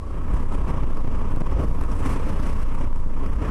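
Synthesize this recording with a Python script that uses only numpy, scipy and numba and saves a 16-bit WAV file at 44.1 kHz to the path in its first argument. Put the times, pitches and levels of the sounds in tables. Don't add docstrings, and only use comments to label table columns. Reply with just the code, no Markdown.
import sys
import numpy as np
from scipy import signal
from scipy.io import wavfile
from scipy.ndimage import uniform_filter1d
from numba import njit

SR = 44100
rng = np.random.default_rng(int(sys.argv[2]) if len(sys.argv) > 2 else 0)


def volts(x):
    e = np.asarray(x, float) / 20
    return 10 ** e


def wrap_up_sound(samples):
    columns = np.atleast_2d(samples).T
    tamed = np.clip(columns, -1, 1)
    steps = np.round(tamed * 32767).astype(np.int16)
    wavfile.write(sys.argv[1], SR, steps)


N = 154350
T = np.arange(N) / SR

# (time [s], rate [Hz], level [dB])
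THROB = [(0.0, 12.66, -33), (0.201, 14.76, -31), (0.42, 17.19, -24.5), (0.6, 15.64, -25),
         (0.72, 15.88, -29), (0.849, 15.08, -22), (1.05, 13.74, -22), (1.301, 15.9, -23),
         (1.497, 17.02, -22), (1.598, 11.64, -30), (1.718, 14.52, -22.5), (1.95, 13.83, -26),
         (2.148, 15.37, -27), (2.454, 14.91, -25.5), (2.8, 16.63, -19), (3.1, 14.38, -17),
         (3.349, 16.77, -24.5), (3.5, 14.8, -66)]
# (time [s], length [s], direction [+1 or -1])
SURGES = [(.840, .0035, 1), (.940, .0078, -1), (1.049, .004, 1), (1.083, .005, -1), (1.343, .0065, -1),
          (1.3725, .004, 1), (1.418, .002, -1), (1.692, .0055, -1), (1.719, .0075, 1), (1.822, .0045, -1),
          (2.9365, .0095, -1), (3.067, .0078, -1)]
# (time [s], peak level [dB])
SPITS = [(0.272, -62), (0.8323, -39), (0.9696, -44), (0.998, -55), (1.0187, -49), (1.04, -50),
         (1.0746, -44), (1.304, -49), (1.36, -34), (1.402, -47), (1.4637, -48), (1.512, -46), (1.6842, -44),
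         (1.711, -49), (1.743, -49), (1.778, -60), (1.8095, -44.5), (1.836, -39), (2.6166, -49),
         (2.678, -51), (2.749, -43), (2.9276, -40), (2.9583, -38), (3.0012, -50), (3.193, -48), (3.26, -42)]


def rms_one(x):
    return x / np.sqrt(np.mean(x ** 2) + 1e-20)


def drift(rate):
    hop = 40
    r = np.exp(-2 * np.pi * rate * hop / SR)
    white = rng.standard_normal(N // hop + 2002)
    slow = signal.lfilter([1], [1, -2 * r, r * r], white)[2000:]
    return np.interp(np.arange(N) / hop, np.arange(len(slow)), rms_one(slow))


def bandpass(x, low, high, order=2):
    return signal.sosfilt(signal.butter(order, [low, high], "band", fs=SR, output="sos"), x)


def banded_noise(spectrum, patchy_db, rate):
    hz, db = np.transpose(spectrum)
    together = drift(rate)
    edges = 14 * 2 ** np.arange(0, 10.6, .5)
    edges = edges[(edges > hz[0] / 1.5) & (edges < hz[-1] * 1.5)]
    white = rng.standard_normal((2, N + SR // 2))
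    out = 0
    for k, (low, high) in enumerate(zip(edges, edges[1:])):
        band = bandpass(white[k % 2], low, high)[-N:]
        band_db = np.interp(np.log(low * high) / 2, np.log(hz), db)
        flicker_db = patchy_db * (1.1 * together + drift(rate))
        out = out + band * volts(band_db + flicker_db)
    return rms_one(out)


def resonances(modes, patchy_db, rate):
    out = 0
    for hz, width, db in modes:
        r = np.exp(-np.pi * width / SR)
        sos = [[1, 0.0011, -1, 1, -2 * r * np.cos(2 * np.pi * hz / SR), r * r]] * 2
        ring = rms_one(signal.sosfilt(sos, rng.standard_normal(N + SR))[-N:])
        out = out + volts(db + patchy_db * drift(rate)) * ring
    return out


def swing_phase():
    s, hz, _ = np.transpose(THROB)
    return 2 * np.pi * np.cumsum(np.interp(T, s, hz)) / SR


def throb():
    wobble_db, overtone_db, squaring_db = .6, -16, -16.5
    s, _, db = np.transpose(THROB)
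    phase = swing_phase()
    swing = np.cos(phase) + volts(overtone_db) * np.sin(3 * phase) - volts(squaring_db) * np.cos(3 * phase)
    return np.sqrt(2) * volts(np.interp(T, s, db) + wobble_db * drift(4.62)) * swing


def road(shake_db):
    # (frequency [Hz], density [dB per Hz])
    rumble_curve = [(15, -44.5), (25, -7.5), (151, -19), (286, -28.5), (345, -27), (489, -28.5), (800, -42),
                    (1040, -52), (1760, -120)]
    # (frequency [Hz], width [Hz], level [dB])
    boom_modes = [(33.33, 5.7, -41), (46.34, 20, -35), (76.85, 13.3, -40), (191.9, 46, -49.5),
                  (259.6, 96, -46.5), (498, 107, -56)]
    rumble_db, deep_hz, deep_share = -36, 86.2, .45
    rumble = volts(rumble_db) * banded_noise(rumble_curve, patchy_db=0.0, rate=3.76)
    body = rumble + resonances(boom_modes, patchy_db=0.0, rate=3.26)
    deep = signal.sosfiltfilt(signal.butter(2, deep_hz, fs=SR, output="sos"), body)
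    return deep * volts(deep_share * shake_db) + (body - deep) * volts(shake_db)


def tyres(flutter_db):
    # (frequency [Hz], density [dB per Hz])
    roar_curve = [(880, -71), (1500, 7), (1600, 11.5), (2790, -3), (4000, 12), (5200, -28.5), (8800, -120)]
    # (frequency [Hz], width [Hz], level [dB])
    ring_modes = [(954, 277, -50.5), (1111.7, 103, -54), (1259, 158, -57), (2816, 260, -75.5)]
    roar_db, gust_db, cut_hz, puff_share = -56, 4, 3134, 0.76
    roar = volts(roar_db + gust_db * gust()) * banded_noise(roar_curve, patchy_db=0.88, rate=7.3)
    rings = resonances(ring_modes, patchy_db=1.34, rate=17)
    dulled = signal.sosfilt(signal.butter(8, cut_hz, fs=SR, output="sos"), roar + rings)
    return dulled * volts(puff_share * flutter_db)


def wind(flutter_db):
    # (frequency [Hz], density [dB per Hz])
    hiss_curve = [(2350, -42), (4000, 3), (5430, -18.5), (6650, -3.5), (9440, 0.5), (11800, -5),
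                  (14000, -11.5)]
    # (frequency [Hz], width [Hz], level [dB])
    whistle_modes = [(5430, 2240, -73.5), (8200, 870, -89)]
    hiss_db, gust_db = -69.5, 6
    hiss = volts(hiss_db + gust_db * gust()) * banded_noise(hiss_curve, patchy_db=-1.5, rate=4.0)
    whistles = volts(gust_db * gust()) * resonances(whistle_modes, patchy_db=1.0, rate=32)
    return (hiss + whistles) * volts(flutter_db)


def seal_flutter():
    # (time [s], width [s], air level [dB], body level [dB])
    puff_events = [(0.242, 0.055, -5.5, -5.5), (0.363, 0.022, 7.5, 4), (.48, 0.029, -7, -5.5),
                   (.56, 0.095, 2.5, 2), (0.691, 0.02, 9.5, 5.5), (.76, 0.053, 4.5, 2.5),
                   (.826, 0.0088, 2.5, 4.5), (1.077, 0.0058, 2.5, 5.5), (1.17, 0.17, 3, 2),
                   (1.41, 0.0054, 10, 11), (1.471, 0.011, 7, 5.5), (1.525, 0.028, 7, 7),
                   (1.594, 0.035, 11.5, 12), (1.633, 0.024, 5, 7), (1.813, 0.0054, 4.5, 9),
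                   (1.918, 0.0061, 9.5, 3.5), (2.06, 0.011, 7, 7), (2.11, 0.06, 9.5, 6.5),
                   (2.291, 0.026, 4.5, 5), (2.468, 0.034, 5.5, 4), (2.62, 0.018, 4.5, 1),
                   (2.748, 0.0085, 1.5, -0.5), (2.828, 0.04, 8.5, 6), (2.91, 0.013, -3, 1),
                   (3.1, 0.17, 2.5, 1), (3.25, 0.032, 3.5, 3.5), (3.333, 0.011, 6, 0.5),
                   (3.45, 0.045, 5.5, 5)]
    breath_db, breath_lead = 2, .6
    spit_over_db, spit_share, spit_s = 52.5, 0.84, 0.0025
    air, body = 0, 0
    for s, width, air_db, body_db in puff_events:
        puff = np.exp(-((T - s) / width) ** 2)
        air = air + air_db * puff
        body = body + body_db * puff
    for s, db in SPITS:
        air = air + spit_share * (db + spit_over_db) * np.exp(-((T - s - spit_s) / spit_s) ** 2)
    breath = breath_db * np.cos(2 * swing_phase() + breath_lead) + 0.4 * drift(19)
    return air + breath, body + 0.94 * breath


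def thumps():
    # (time [s], length [s], pitch [Hz], level [dB])
    joint_hits = [
        (.345, 0.024, 36.8, -23),
        (.645, 0.015, 45.6, -22.5),
        (1.55, 0.0344, 50.5, -20.5),
        (3.38, 0.016, 49, -21.5),
    ]
    out = 0
    for s, length, hz, db in joint_hits:
        out = out + volts(db) * np.exp(-((T - s) / length) ** 2) * np.sin(2 * np.pi * hz * (T - s))
    return out


def surges():
    out = 0
    for s, length, way in SURGES:
        out = out + way * volts(-8) * np.exp(-(2 * (T - s) / length) ** 4)
    return out


def gust():
    peak_s, rise_s, fall_s = 2.5, 0.8, 0.24
    return np.exp(-((T - peak_s) / np.where(T < peak_s, rise_s, fall_s)) ** 2)


@njit
def gain_control(x, trim, limit, top, most, down, up, hold):
    out, gain, wait = np.empty_like(x), most, 0.
    for i in range(len(x)):
        out[i] = min(max(x[i] * gain * trim[i], -top), top)
        if abs(x[i]) * gain > 1.3 * top:
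            wait = hold
        elif abs(x[i]) * gain > limit:
            gain, wait = gain * down, hold
        elif wait > 0:
            wait -= 1
        else:
            gain = min(gain * up, most)
    return out


def patchwork(shape, lines, frames):
    smooth = uniform_filter1d(rng.standard_normal(shape), size=lines, axis=0)
    return rms_one(uniform_filter1d(smooth, size=frames, axis=1))


def spectral_thinning(x):
    # (frequency [Hz], level against the local mean [dB])
    drop_curve = [(1000, -30), (3000, -10), (4200, -2.5), (6000, -7), (9500, -5), (11000, -1), (13000, 2)]
    leak_db, drop_wander_db, sudden_s = -19, 3, .008
    edge_hz, edge_gust_hz, edge_sudden_hz, edge_wander_hz = 12600, 400, 13500, 800

    hz, s, z = signal.stft(x, SR, nperseg=2048, noverlap=1536)
    event_s = [row[0] for row in [*SURGES, *SPITS]]
    sudden = np.abs(s[:, None] - event_s).min(axis=1) < sudden_s
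    swell = gust()[np.minimum((s * SR).astype(int), N - 1)]

    at, under_db = np.transpose(drop_curve)
    height = uniform_filter1d(np.abs(z), size=3, axis=1)
    mean = uniform_filter1d(height, size=32, axis=0)
    limit_db = np.interp(hz, at, under_db)[:, None] + drop_wander_db * patchwork(z.shape, 16, 6)
    weak = height < mean * volts(limit_db)
    kept = signal.istft(z * np.where(weak, volts(leak_db), 1), SR, noverlap=1536)[1][:N]
    calm = uniform_filter1d(np.interp(T, s, 1. - sudden) ** 2, size=200)
    mixed = calm * kept + (1 - calm) * x

    edge = np.where(sudden, edge_sudden_hz, edge_hz + edge_gust_hz * swell)
    ragged = edge_wander_hz * (1 - .6 * swell) * patchwork(z.shape, 5, 5)
    hz, s, z = signal.stft(mixed, SR, nperseg=2048, noverlap=1536)
    above = hz[:, None] > edge + ragged
    return signal.istft(z * np.where(above, volts(leak_db), 1), SR, noverlap=1536)[1][:N]


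def scene():
    air_db, body_db = seal_flutter()
    pressure = throb() + surges() + thumps()
    return (pressure + road(body_db) + tyres(air_db) + wind(air_db))[None]


def low_pass(x):
    return signal.sosfilt(signal.butter(12, 15780, fs=SR, output="sos"), x)


def record(dry):
    ceiling, limit_db, most_gain_db = .232, -14.0, 7.5
    attack_db_per_s, release_db_per_s, hold_s = 753, 95, 0.0094
    wake_db, wake_s = -9, .24
    self_noise_db, shelf_db = -66.5, -90

    trim = volts(wake_db * np.clip(1 - T / wake_s, 0, 1))
    down = float(volts(-attack_db_per_s / SR))
    up = float(volts(release_db_per_s / SR))
    flat = gain_control(dry[0], trim, float(volts(limit_db)), ceiling, float(volts(most_gain_db)),
                        down, up, hold_s * SR)
    self_noise = volts(self_noise_db) * rms_one(bandpass(rng.standard_normal(N), 3000, 11000))
    flat = np.where(np.abs(flat) < ceiling, flat + self_noise, flat)
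    shelf = rms_one(bandpass(rng.standard_normal(N), 11500, 17000, order=4))
    swell_db = 8 * gust() + 2 * drift(8)
    mix = spectral_thinning(flat) + volts(shelf_db + swell_db) * shelf
    return low_pass(mix[None])


dry = scene()
out = record(dry)
wrap_up_sound(out)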